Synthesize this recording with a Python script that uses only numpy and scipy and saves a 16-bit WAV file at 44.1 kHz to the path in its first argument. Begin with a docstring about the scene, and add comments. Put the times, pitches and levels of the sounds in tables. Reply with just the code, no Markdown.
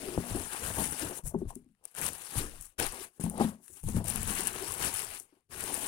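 """A plastic bag is pulled out and handled while a cardboard box is tipped, knocked and set down on a bed.
Film: swarms of tiny snaps as band-limited noise, plus loud single buckles and dry ticks.
Box: rubbing and knocks drive damped wall modes that ring dully. Bed: low noise thuds from the mattress.
Two microphone ports: the left is open and resonates near 9.5 kHz; the right is covered by a hand, late and dull."""
import sys
import numpy as np
from scipy import signal
from scipy.io import wavfile
from scipy.ndimage import uniform_filter1d

SR = 44100
rng = np.random.default_rng(int(sys.argv[2]) if len(sys.argv) > 2 else 0)


def store_pcm(level_fs):
    """Save levels as 16-bit WAV."""
    pcm = np.round(np.clip(level_fs, -1, 1) * 32767).astype(np.int16)
    wavfile.write(sys.argv[1], SR, np.atleast_2d(pcm).T)


N = 258867
TOP_HZ = 15900  # upper limit of the sound


def film():
    """Small creases snap high and short, wide folds pop lower and longer; each port hears its own facets."""
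    # Loud single buckles. Each row: time in seconds, relative level in dB, body against treble in dB.
    buckles = [(0.3631, -23.5, -26), (0.438, -32, -12), (0.5342, -24.5, -15), (0.801, -28.5, -14),
               (0.924, -21, -25), (1.3883, -44, -23), (1.503, -35, -6), (1.555, -31, -35),
               (1.622, -65, -30), (1.6448, -60, -26), (1.6883, -68, 8), (1.721, -67, -25),
               (1.749, -67.5, 10.5), (1.8397, -44, -20), (1.846, -49, -21), (1.8535, -24, -14.5),
               (1.877, -45, -12), (1.9136, -38, -16), (1.95, -30.5, -4), (1.966, -31, -16),
               (1.986, -23, -17), (1.993, -29, -18), (2.0144, -20, -20), (2.0644, -17, -17),
               (2.088, -18, -5), (2.1327, -26, -21), (2.611, -25.5, -30), (2.79, -32, 8), (2.7985, -15, -5),
               (2.8, -15.5, 3), (2.866, -19, -20), (2.876, -24.5, -16), (2.9235, -29, -15),
               (2.945, -28.5, -19), (3.201, -39, -19), (3.239, -30, -22), (3.2984, -25, -18),
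               (3.3793, -26, -15), (3.6807, -40.5, 3.5), (3.8387, -32.5, -26), (3.8884, -23.5, -7),
               (4.043, -27, -26), (4.084, -24, -4), (4.159, -15.5, -5.5), (4.2313, -23, -19),
               (4.2757, -21, -14), (4.2984, -22, -21), (4.307, -22, -21), (4.312, -28, -18),
               (4.4075, -19.5, -18), (4.454, -25, -15), (4.4719, -16.5, -19), (4.476, -20, -18),
               (4.4805, -23, -15), (4.56, -30, 8), (4.624, -26, -4), (4.7211, -22, -21), (4.74, -24, -20),
               (4.861, -23, -22), (4.887, -23, -18), (4.942, -20, -19), (4.993, -21, -23),
               (5.0472, -24, -15), (5.199, -31.5, -32), (5.23, -43, -26.5), (5.5164, -43, -22),
               (5.607, -23, -21), (5.6395, -19, -25), (5.7423, -22, -24)]
    # Crease sizes. Each row: band from in Hz, band to in Hz, level in dB, likeness at the two ports 0-1,
    # share of the loud buckles in dB.
    creases = [(723, 1773, 5, 0.6, 3), (1473, 3110, 2.5, 0, 2), (2530, 5710, -0.5, 0.46, -5),
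               (5560, 8260, -3, 0, -4.5), (6950, 12570, -4.5, 0.01, 3.5), (9910, 36000, -5.5, 0.08, -5)]
    # Moves that crumple the bag. Each row: time in seconds, hold in seconds, fade in dB per second,
    # relative crinkle level in dB, body of the crinkle against its treble in dB.
    crumples = [(0.0, 0.22, 110, -48, 1.5), (0.298, 0.16, 102, -43.5, -2.5),
                (0.529, 0.044, 131, -43.5, 1.5), (0.636, 0.059, 198, -39.5, -3),
                (0.807, 0.022, 97, -34, -4.5), (0.93, 0, 296, -44.5, 2), (1.012, 0.015, 152, -38, -1.5),
                (1.085, 0.072, 296.5, -46.5, -2.5), (1.168, 0.014, 548, -40, -11),
                (1.273, 0.0022, 404, -36.5, -17.5), (1.387, 0.026, 599, -59.5, -9),
                (1.406, 0.15, 209, -74.5, 4), (1.6, 0.33, 200, -88.5, 3.5), (1.713, 0, 400, -84, -11),
                (1.489, 0.018, 798, -50.5, -6.5), (1.553, 0, 400, -56, -19), (1.846, 0.013, 900, -61, -4),
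                (1.88, 0.012, 498, -61.5, -4), (1.915, 0.1, 400, -61, -4), (1.977, 0.016, 495, -43, 0),
                (2.12, 0.22, 250, -48.5, -1.5), (2.025, 0.046, 294, -35.5, -2.5),
                (2.384, 0, 176, -35, -1.2), (2.49, 0.096, 80, -58.5, -0.5), (2.62, 0.037, 302, -50, -14.5),
                (2.79, 0.051, 904, -37.5, 3), (2.85, 0.016, 497, -41.5, 2), (2.876, 0.14, 396, -49, 1),
                (3.021, 0.022, 452, -45, -3), (3.152, 0.058, 200, -82, -14),
                (3.214, 0.018, 246, -40.5, -4.5), (3.295, 0.2, 248, -55, -21),
                (3.405, 0.033, 250, -43.5, 3), (3.49, 0, 351, -52.5, -1), (3.634, 0.076, 495, -59, -9.5),
                (3.735, 0.093, 140, -52.5, -31), (3.777, 0.013, 209, -55.5, -1.5),
                (3.894, 0.0038, 177, -44.5, -6), (3.966, 0.014, 290, -43.5, -2),
                (4.144, 0.15, 195, -43, -1), (4.55, 0.13, 194.5, -44, 1), (4.084, 0.018, 211, -38, -2.5),
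                (4.31, 0, 116.5, -42, 1), (4.376, 0, 132, -36.5, 0.5), (4.464, 0.021, 306.5, -39.5, 1),
                (4.69, 0.055, 168, -42, -3), (4.822, 0.047, 197.5, -36, 0.5),
                (4.962, 0.038, 147, -37.5, -0.5), (5.076, 0.098, 396, -48.5, 1),
                (5.189, 0.0091, 362, -48, -24), (5.303, 0.051, 122.5, -79, 4.5),
                (5.518, 0.18, 798, -49, 0.5), (5.601, 0.027, 237, -43.5, 0), (5.674, 0.027, 200, -42.5, 0),
                (5.74, 0.024, 184, -40, -1.5), (5.828, 0.049, 161, -40, -1.5)]
    swell_ratio = 1.385  # swell speed against fade speed
    buckle_tail_s, fold_tail_s = .00065, .0021
    taut_from_s, tick_slack_db, tick_taut_db = 4.05, -7.5, -1.5  # ticks are louder on taut film

    crumple = moves(crumples, swell_ratio)
    db, body_db = np.transpose(crumples)[3:]
    treble, body = crumple(db), crumple(db + body_db)
    buckle_s, buckle_db, buckle_body_db = np.transpose(buckles)

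    sheet = unit(swarm(1200, 3.1, clump_db=1.5, tail_s=.0007))
    ticks = unit(swarm(130, 2.2, clump_db=1.5, tail_s=.0004)) * treble
    slack = np.arange(N) < taut_from_s * SR
    ticks = ticks * undb(np.where(slack, tick_slack_db, tick_taut_db))

    out = 0
    for lo_hz, hi_hz, size_db, alike, share_db in creases:
        small = lo_hz > 4000
        # every loud buckle has its own colour
        colour_db = share_db + 1.2 * rng.standard_normal(len(buckle_s))
        if small:
            loud = bursts(buckle_s, buckle_db + colour_db - 5, buckle_tail_s)
            loud = loud + ticks * undb(size_db)
        else:
            loud = bursts(buckle_s, buckle_db + buckle_body_db + colour_db - 7, fold_tail_s)
        out = out + band(loud * np.sign(pair(alike)), lo_hz, hi_hz)

        edges_hz = np.geomspace(lo_hz, min(hi_hz, TOP_HZ), 4)
        for from_hz, to_hz in zip(edges_hz, edges_hz[1:]):
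            # creases of one size buckle on their own and also when the whole sheet moves
            own = unit(swarm(0.11 * lo_hz, 2.2, clump_db=2.5, tail_s=13.6 / lo_hz))
            level = undb(size_db + 0.67 * walk(35)) * (treble if small else body)
            force = (own + 0.6 * sheet) * level
            out = out + band(force * pair(alike), from_hz, to_hz)
    return out * pauses()


def box():
    """Rubbing and knocks ring the same walls; a knock favours the wall nearest its pitch."""
    # Knocks. Each row: time in seconds, relative level in dB, pitch of the wall that is hit in Hz,
    # sharp edge against level in dB, contact pulse against level in dB.
    knock_rows = [(0.1771, -23, 257, -30, 11.5), (0.183, -24, 148, -41, 2), (0.31, -25.5, 111, -18, -3),
                  (0.349, -18.5, 312, -30, -4), (0.401, -35.5, 322, -2, -17), (0.545, -28.5, 790, -7, -11),
                  (0.771, -34, 326, 0, -5), (0.797, -22.5, 162, -23, -14), (0.81, -27, 180, -6, -14),
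                  (1.027, -25, 289, -23, -9), (1.236, -38, 55.8, -25, -27), (1.3419, -19.5, 248, -42, -20),
                  (1.3433, -16, 403, -10.5, -10.5), (1.36, -21.5, 170, -35, -21),
                  (1.417, -24.5, 388, -30, -24), (1.42, -28.5, 245, -28, -25), (1.454, -26, 52.3, -34, -16),
                  (1.503, -23.5, 965, -35, -31), (1.558, -32, 231, -30, -22), (1.563, -39.5, 387, -28, -6),
                  (1.615, -50, 238, -38, -25), (1.658, -46, 235, -32, -21), (1.697, -50.5, 203, -34, -22),
                  (1.848, -59, 797, 5, -25), (2.037, -32, 77, -17, -20), (2.355, -18, 91, -22, -9),
                  (2.799, -27.5, 460, -8, -6), (3.197, -27, 176, -19, -2), (3.238, -12.5, 163, -23, -26),
                  (3.261, -18.5, 200, -12.5, -31), (3.314, -33.5, 740, -30, -25),
                  (3.338, -32, 670, -30, -25), (3.385, -29, 740, -24.5, -20), (3.545, -40, 220, -29, -25),
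                  (3.399, -23, 306, 1, 6), (3.408, -11.5, 216, -7.5, -2), (3.413, -18, 800, -7, 5),
                  (3.443, -12.5, 217, -16.5, -25), (3.7, -51, 385, -30, -19),
                  (3.836, -30.5, 61.9, -14.5, -9), (3.885, -22, 203, -35, -4),
                  (3.946, -13.5, 163, -32, -37), (3.961, -12, 111, -38, -25), (3.968, -14.5, 199, -20, -6),
                  (4.212, -38, 52, -15, -18), (4.393, -35.5, 360, -11, 7), (4.556, -31, 441, -13, 1.5),
                  (4.799, -37.5, 370, -26, -8), (5.325, -54, 310, -20, -1.5), (5.368, -58, 394, -10, -12)]
    # Modes of the walls and cavity. Each row: frequency in Hz, level in dB, T60 in seconds.
    walls = [(51.3, -5, 0.15), (76, -2, 0.081), (108, -1.5, 0.23), (174.6, -2, 0.21), (202.2, -9.5, 0.24),
             (214.6, -0.5, 0.15), (248.9, 1.5, 0.13), (293.3, 3.5, 0.093), (369.5, 11, 0.05),
             (406, -0.5, 0.12), (513, 1, 0.029), (687, -1, 0.05), (811, -2, 0.059), (917, -4.5, 0.055),
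             (1060, -6.5, 0.039), (1550, -18.5, 0.015)]
    # Moves that rub the box. Each row: time in seconds, hold in seconds, fade in dB per second,
    # relative rub level in dB, scrape of the flaps against it in dB, pitch of the wall that is held in Hz.
    rubs = [(0.0, 0.2, 191, -45.5, -6.5, 330), (0.188, 0.03, 504, -39.5, -16.5, 252),
            (0.235, 0.19, 155.5, -46, -4, 260), (0.359, 0.033, 202, -34, -11, 280),
            (0.423, 0.13, 200, -57.5, 8, 324), (0.64, 0.057, 114, -38, -5, 202),
            (0.696, 0.23, 202, -44.5, -1, 250), (0.78, 0.05, 200, -33.5, -4.5, 237),
            (1.007, 0.05, 103.5, -41.5, -0.5, 294), (1.175, 0.025, 814, -55.5, 9, 343),
            (1.259, 0.062, 499, -49, -2, 160), (1.337, 0.12, 1895, -32.5, -26, 232),
            (1.489, 0.035, 500, -57.5, 3.5, 161), (1.557, 0, 128, -50.5, -28, 242),
            (1.848, 0, 196, -83, 18, 288), (1.993, 0.078, 190, -41.5, -4, 197),
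            (2.234, 0, 135, -60, 6.5, 410), (2.372, 0.018, 125, -39.5, -4.5, 276),
            (2.813, 0.0068, 236, -37, 0, 314), (2.928, 0.099, 261, -55.5, 4, 340),
            (3.19, 0.034, 500, -35.5, -9, 316), (3.339, 0.15, 503, -35, -17.5, 223),
            (3.28, 0.071, 700, -36.5, -13.5, 203), (3.399, 0, 209.5, -34, 2, 236),
            (3.443, 0, 154, -35.5, -13.5, 231), (3.709, 0.068, 611, -59, -23, 300),
            (3.888, 0, 500, -28.5, -18.5, 203), (3.99, 0.016, 116.5, -30, -12, 194),
            (4.087, 0.24, 61.5, -36.5, -10, 209), (4.47, 0.51, 94, -50, -1, 415),
            (4.82, 0.063, 180, -39, -5.5, 330), (4.926, 0.22, 245, -56, 1.5, 424),
            (5.328, 0.046, 274, -74, 2, 318), (5.534, 0.1, 298, -44.5, -5.5, 316),
            (5.668, 0.28, 200, -48, 0, 324)]
    swell_ratio = 1.88
    rub_from_hz, flaps_from_hz = 140, 480

    hands = moves(rubs, swell_ratio)
    rub_db, flap_db, held_hz = np.transpose(rubs)[3:]
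    grain = swarm(600, 1.63, clump_db=2.0, tail_s=0.002)
    rub, scrape = grain * pair(0.95), grain * pair(0.92)
    where_db = 2 * rng.standard_normal((len(knock_rows), len(walls)))  # each knock lands elsewhere
    knock_s, knock_db, pitch_hz, edge_db, contact_db = np.transpose(knock_rows)
    at = (knock_s * SR).astype(int)

    low, flaps, knocks = 0, 0, 0
    for k, (hz, wall_db, t60_s) in enumerate(walls):
        touch = undb(wall_db + 3.6 * walk(12))
        share_db = -28 * np.abs(np.log2(hz / pitch_hz))
        if hz > flaps_from_hz:
            flaps = flaps + touch * unit(ring(scrape, hz, 0.4 * t60_s))
            share_db = np.maximum(share_db, edge_db + 0.5)
        elif hz > rub_from_hz:
            held_db = -26 * np.abs(np.log2(hz / held_hz))
            force = touch * hands(rub_db - 11.0 + held_db)
            low = low + ring(rub * force, hz, t60_s) / np.std(ring(rub, hz, t60_s))
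        blow = np.zeros(N)
        blow[at] = undb(knock_db + wall_db + share_db - 5.5 + where_db[:, k])
        # the push lasts a part of a swing, which keeps the start of low rings soft
        push = np.hanning(int(.3 * SR / hz) + 3)
        push = push / push.sum()
        knocks = knocks + (-1) ** k * ring(np.convolve(blow, push)[:N], hz, t60_s)

    # the contact itself is one short pressure pulse
    contact = np.zeros(N)
    contact[at] = undb(knock_db + contact_db)
    contact = 30 * band(band(contact, 140, 580), 76, 1500)
    rubbing = low + unit(flaps) * hands(rub_db + flap_db + 1.0)
    return pauses() * rubbing + knocks + contact


def bed():
    """Soft pushes into the padding and a deeper sway of the springs, each band evened in strength."""
    # Shifts of weight on the mattress. Each row: time in seconds, hold in seconds, fade in dB per second,
    # relative level in dB, deep sway against it in dB.
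    shifts = [(0.1, 0, 298, -52, -4), (0.171, 0.016, 599, -26.5, -7), (0.308, 0.02, 301, -34, -1),
              (0.355, 0.0026, 150, -36.5, 2), (0.632, 0.16, 199, -40.5, -10),
              (0.857, 0.072, 598, -44.5, -10), (1.025, 0.039, 331, -41, -16), (1.237, 0.048, 403, -36.5, 5),
              (1.327, 0.16, 195, -45.5, 2.5), (1.455, 0.018, 294, -38, 8), (1.546, 0.042, 73.5, -67.5, 5),
              (2.032, 0, 148, -42.5, -10), (2.362, 0.015, 250, -31, -24), (2.39, 0.012, 132, -43, 14.5),
              (2.48, 0.13, 132, -56.5, 11), (2.792, 0.02, 206, -40, 2), (2.84, 0.063, 505, -53.5, 18),
              (3.238, 0.03, 304, -33.5, -13.5), (3.435, 0.026, 235, -42, -15), (3.7, 0.06, 364.5, -62, -10),
              (3.845, 0.045, 212, -31, 1), (3.957, 0, 130, -27, -2), (4.064, 0.19, 110, -44, 2),
              (4.187, 0.096, 127, -40, 6.5), (4.46, 0.15, 499.5, -53.5, 4), (4.687, 0.043, 231.5, -47, -11),
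              (4.807, 0.071, 599.5, -42, -9), (4.938, 0.0055, 172.5, -48, -1), (5.07, 0, 141, -53.5, 3),
              (5.526, 0.23, 66, -53.5, -14)]
    swell_ratio = 4.7

    shift = moves(shifts, swell_ratio)
    db, sway_db = np.transpose(shifts)[3:]
    padding = (51.0, 124.0, db - 1.5)
    springs = (11.7, 35.3, db + sway_db - 6.0)
    out = 0
    for lo_hz, hi_hz, level_db in (padding, springs):
        pushes = band(band(pair(0.87), lo_hz, hi_hz), 0.43 * lo_hz, 2.3 * hi_hz)
        # dividing by the short-term level makes one push about as strong as the next
        power = uniform_filter1d(pushes[0] ** 2, size=SR // 16)
        even = np.sqrt(power + 0.26 * np.var(pushes))
        out = out + unit(pushes / even) * shift(level_db)
    return out * pauses()


def moves(table, swell_ratio):
    """Hand moves swell, hold and fade, then settle faintly; returns a function from move levels to envelope."""
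    settle_db, settle_db_per_s = -45, 107
    start_s, hold_s, fade_db_per_s = np.transpose(table)[:3, :, None]
    t = np.arange(0, N / SR + .002, .002)
    before_s = np.maximum(start_s - t, 0)
    after_s = np.maximum(t - start_s - np.abs(hold_s), 0)
    fade_db = np.maximum(-fade_db_per_s * after_s, settle_db - settle_db_per_s * after_s)
    power = undb(fade_db - swell_ratio * fade_db_per_s * before_s) ** 2

    def envelope(db):
        """Sums the power of all moves."""
        return np.interp(np.arange(N) / SR, t, np.sqrt(undb(db) ** 2 @ power))

    return envelope


def pauses():
    """The hand holds still just before each sudden move: a gain that sinks towards it."""
    # Sudden moves. Each row: time in seconds, hush before it in dB (negative: a slight rise).
    jerks = [(0.174, 1.5), (1.237, 13), (1.338, 8), (1.416, 3.5), (1.451, 8), (1.551, 7), (1.943, 12.5),
             (2.608, -1.5), (2.782, 34), (3.199, 28), (3.237, 7.5), (3.396, 7), (3.831, 10), (4.041, 9.5),
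             (5.491, 16.5)]
    t, gain = np.arange(N) / SR, 1
    for s, depth_db in jerks:
        gain = gain * undb(-depth_db * (t < s) * np.exp(-np.abs(s - t) / 0.035))
    return uniform_filter1d(gain, size=SR // 250)


def swarm(rate_hz, spread_db, clump_db, tail_s):
    """Envelope of random clicks, many small and few large, in clumps; power decays with constant tail_s."""
    chance = rng.random((2, N))
    size = undb(-spread_db * np.log(chance[1] + 0.0029) + clump_db * walk(70))
    hits = chance[0] < rate_hz / SR
    return np.sqrt(fade(hits * size ** 2, tail_s))


def bursts(times_s, db, tail_s):
    """Envelope that jumps up at each time and dies away."""
    gate = np.zeros(N)
    np.add.at(gate, (times_s * SR).astype(int), undb(db))
    return fade(gate, tail_s)


def walk(rate_hz):
    """Random levels held 1 / rate_hz seconds and slewed; spread near 1."""
    k = int(SR / rate_hz)
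    return 1.32 * uniform_filter1d(np.repeat(rng.standard_normal(N // 50), k)[:N], k)


def pair(alike):
    """Noise for the two ports, correlated by alike."""
    a, b = rng.standard_normal((2, N))
    alike = np.clip(alike, 0, 1)
    return np.array([a, alike * a + np.sqrt(1 - alike ** 2) * b])


def ring(x, hz, t60_s):
    """One damped mode; a unit impulse rings with peak near 1."""
    r, w = np.exp(-np.log(1000) / (t60_s * SR)), 2 * np.pi * hz / SR
    return signal.lfilter([0, np.sin(w)], [1, -2 * r * np.cos(w), r * r], x)


def fade(x, tail_s):
    """Every value of x dies away with time constant tail_s."""
    return signal.lfilter([1], [1, -np.exp(-1 / (tail_s * SR))], x)


def band(x, lo_hz, hi_hz, order=2):
    """Butterworth band-pass."""
    sos = signal.butter(order, [lo_hz, min(hi_hz, .48 * SR)], "band", fs=SR, output="sos")
    return signal.sosfilt(sos, x)


def undb(db):
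    """Decibels to amplitude."""
    return 10 ** (np.asarray(db) / 20)


def unit(x):
    """Scales to RMS 1."""
    return x / np.sqrt(np.mean(x ** 2))


def scene():
    """Sums the sources at both ports, delays the covered right one and adds faint noise."""
    lag_samples, noise_db = 6, -106
    near = 1.02 * (film() + box() + bed())
    near[1] = np.r_[np.zeros(lag_samples), near[1]][:N]
    return near + rng.standard_normal((2, N)) * undb(noise_db)


def record(dry):
    """The open port resonates, the covered one loses its treble but for a thin leak at the top; the top is cut."""
    port_hz, port_width_hz, port_db = 9470, 1046, 13
    hand_hz, hand_db, leak_db = 3650, -7.5, -15

    peak = signal.lfilter(*signal.iirpeak(port_hz, port_hz / port_width_hz, fs=SR), dry[0])
    left = dry[0] + undb(port_db) * peak

    covered = dry[1]
    for cut_hz in (hand_hz, 7000):
        covered = signal.sosfilt(signal.butter(2, cut_hz, fs=SR, output="sos"), covered)
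    leak = undb(leak_db) * band(dry[1], 12000, 20000)
    right = undb(hand_db) * (covered + leak)

    top_cut = signal.ellip(10, .2, 60, TOP_HZ, fs=SR, output="sos")
    return signal.sosfilt(top_cut, np.array([left, right]))


dry = scene()
out = record(dry)
store_pcm(out)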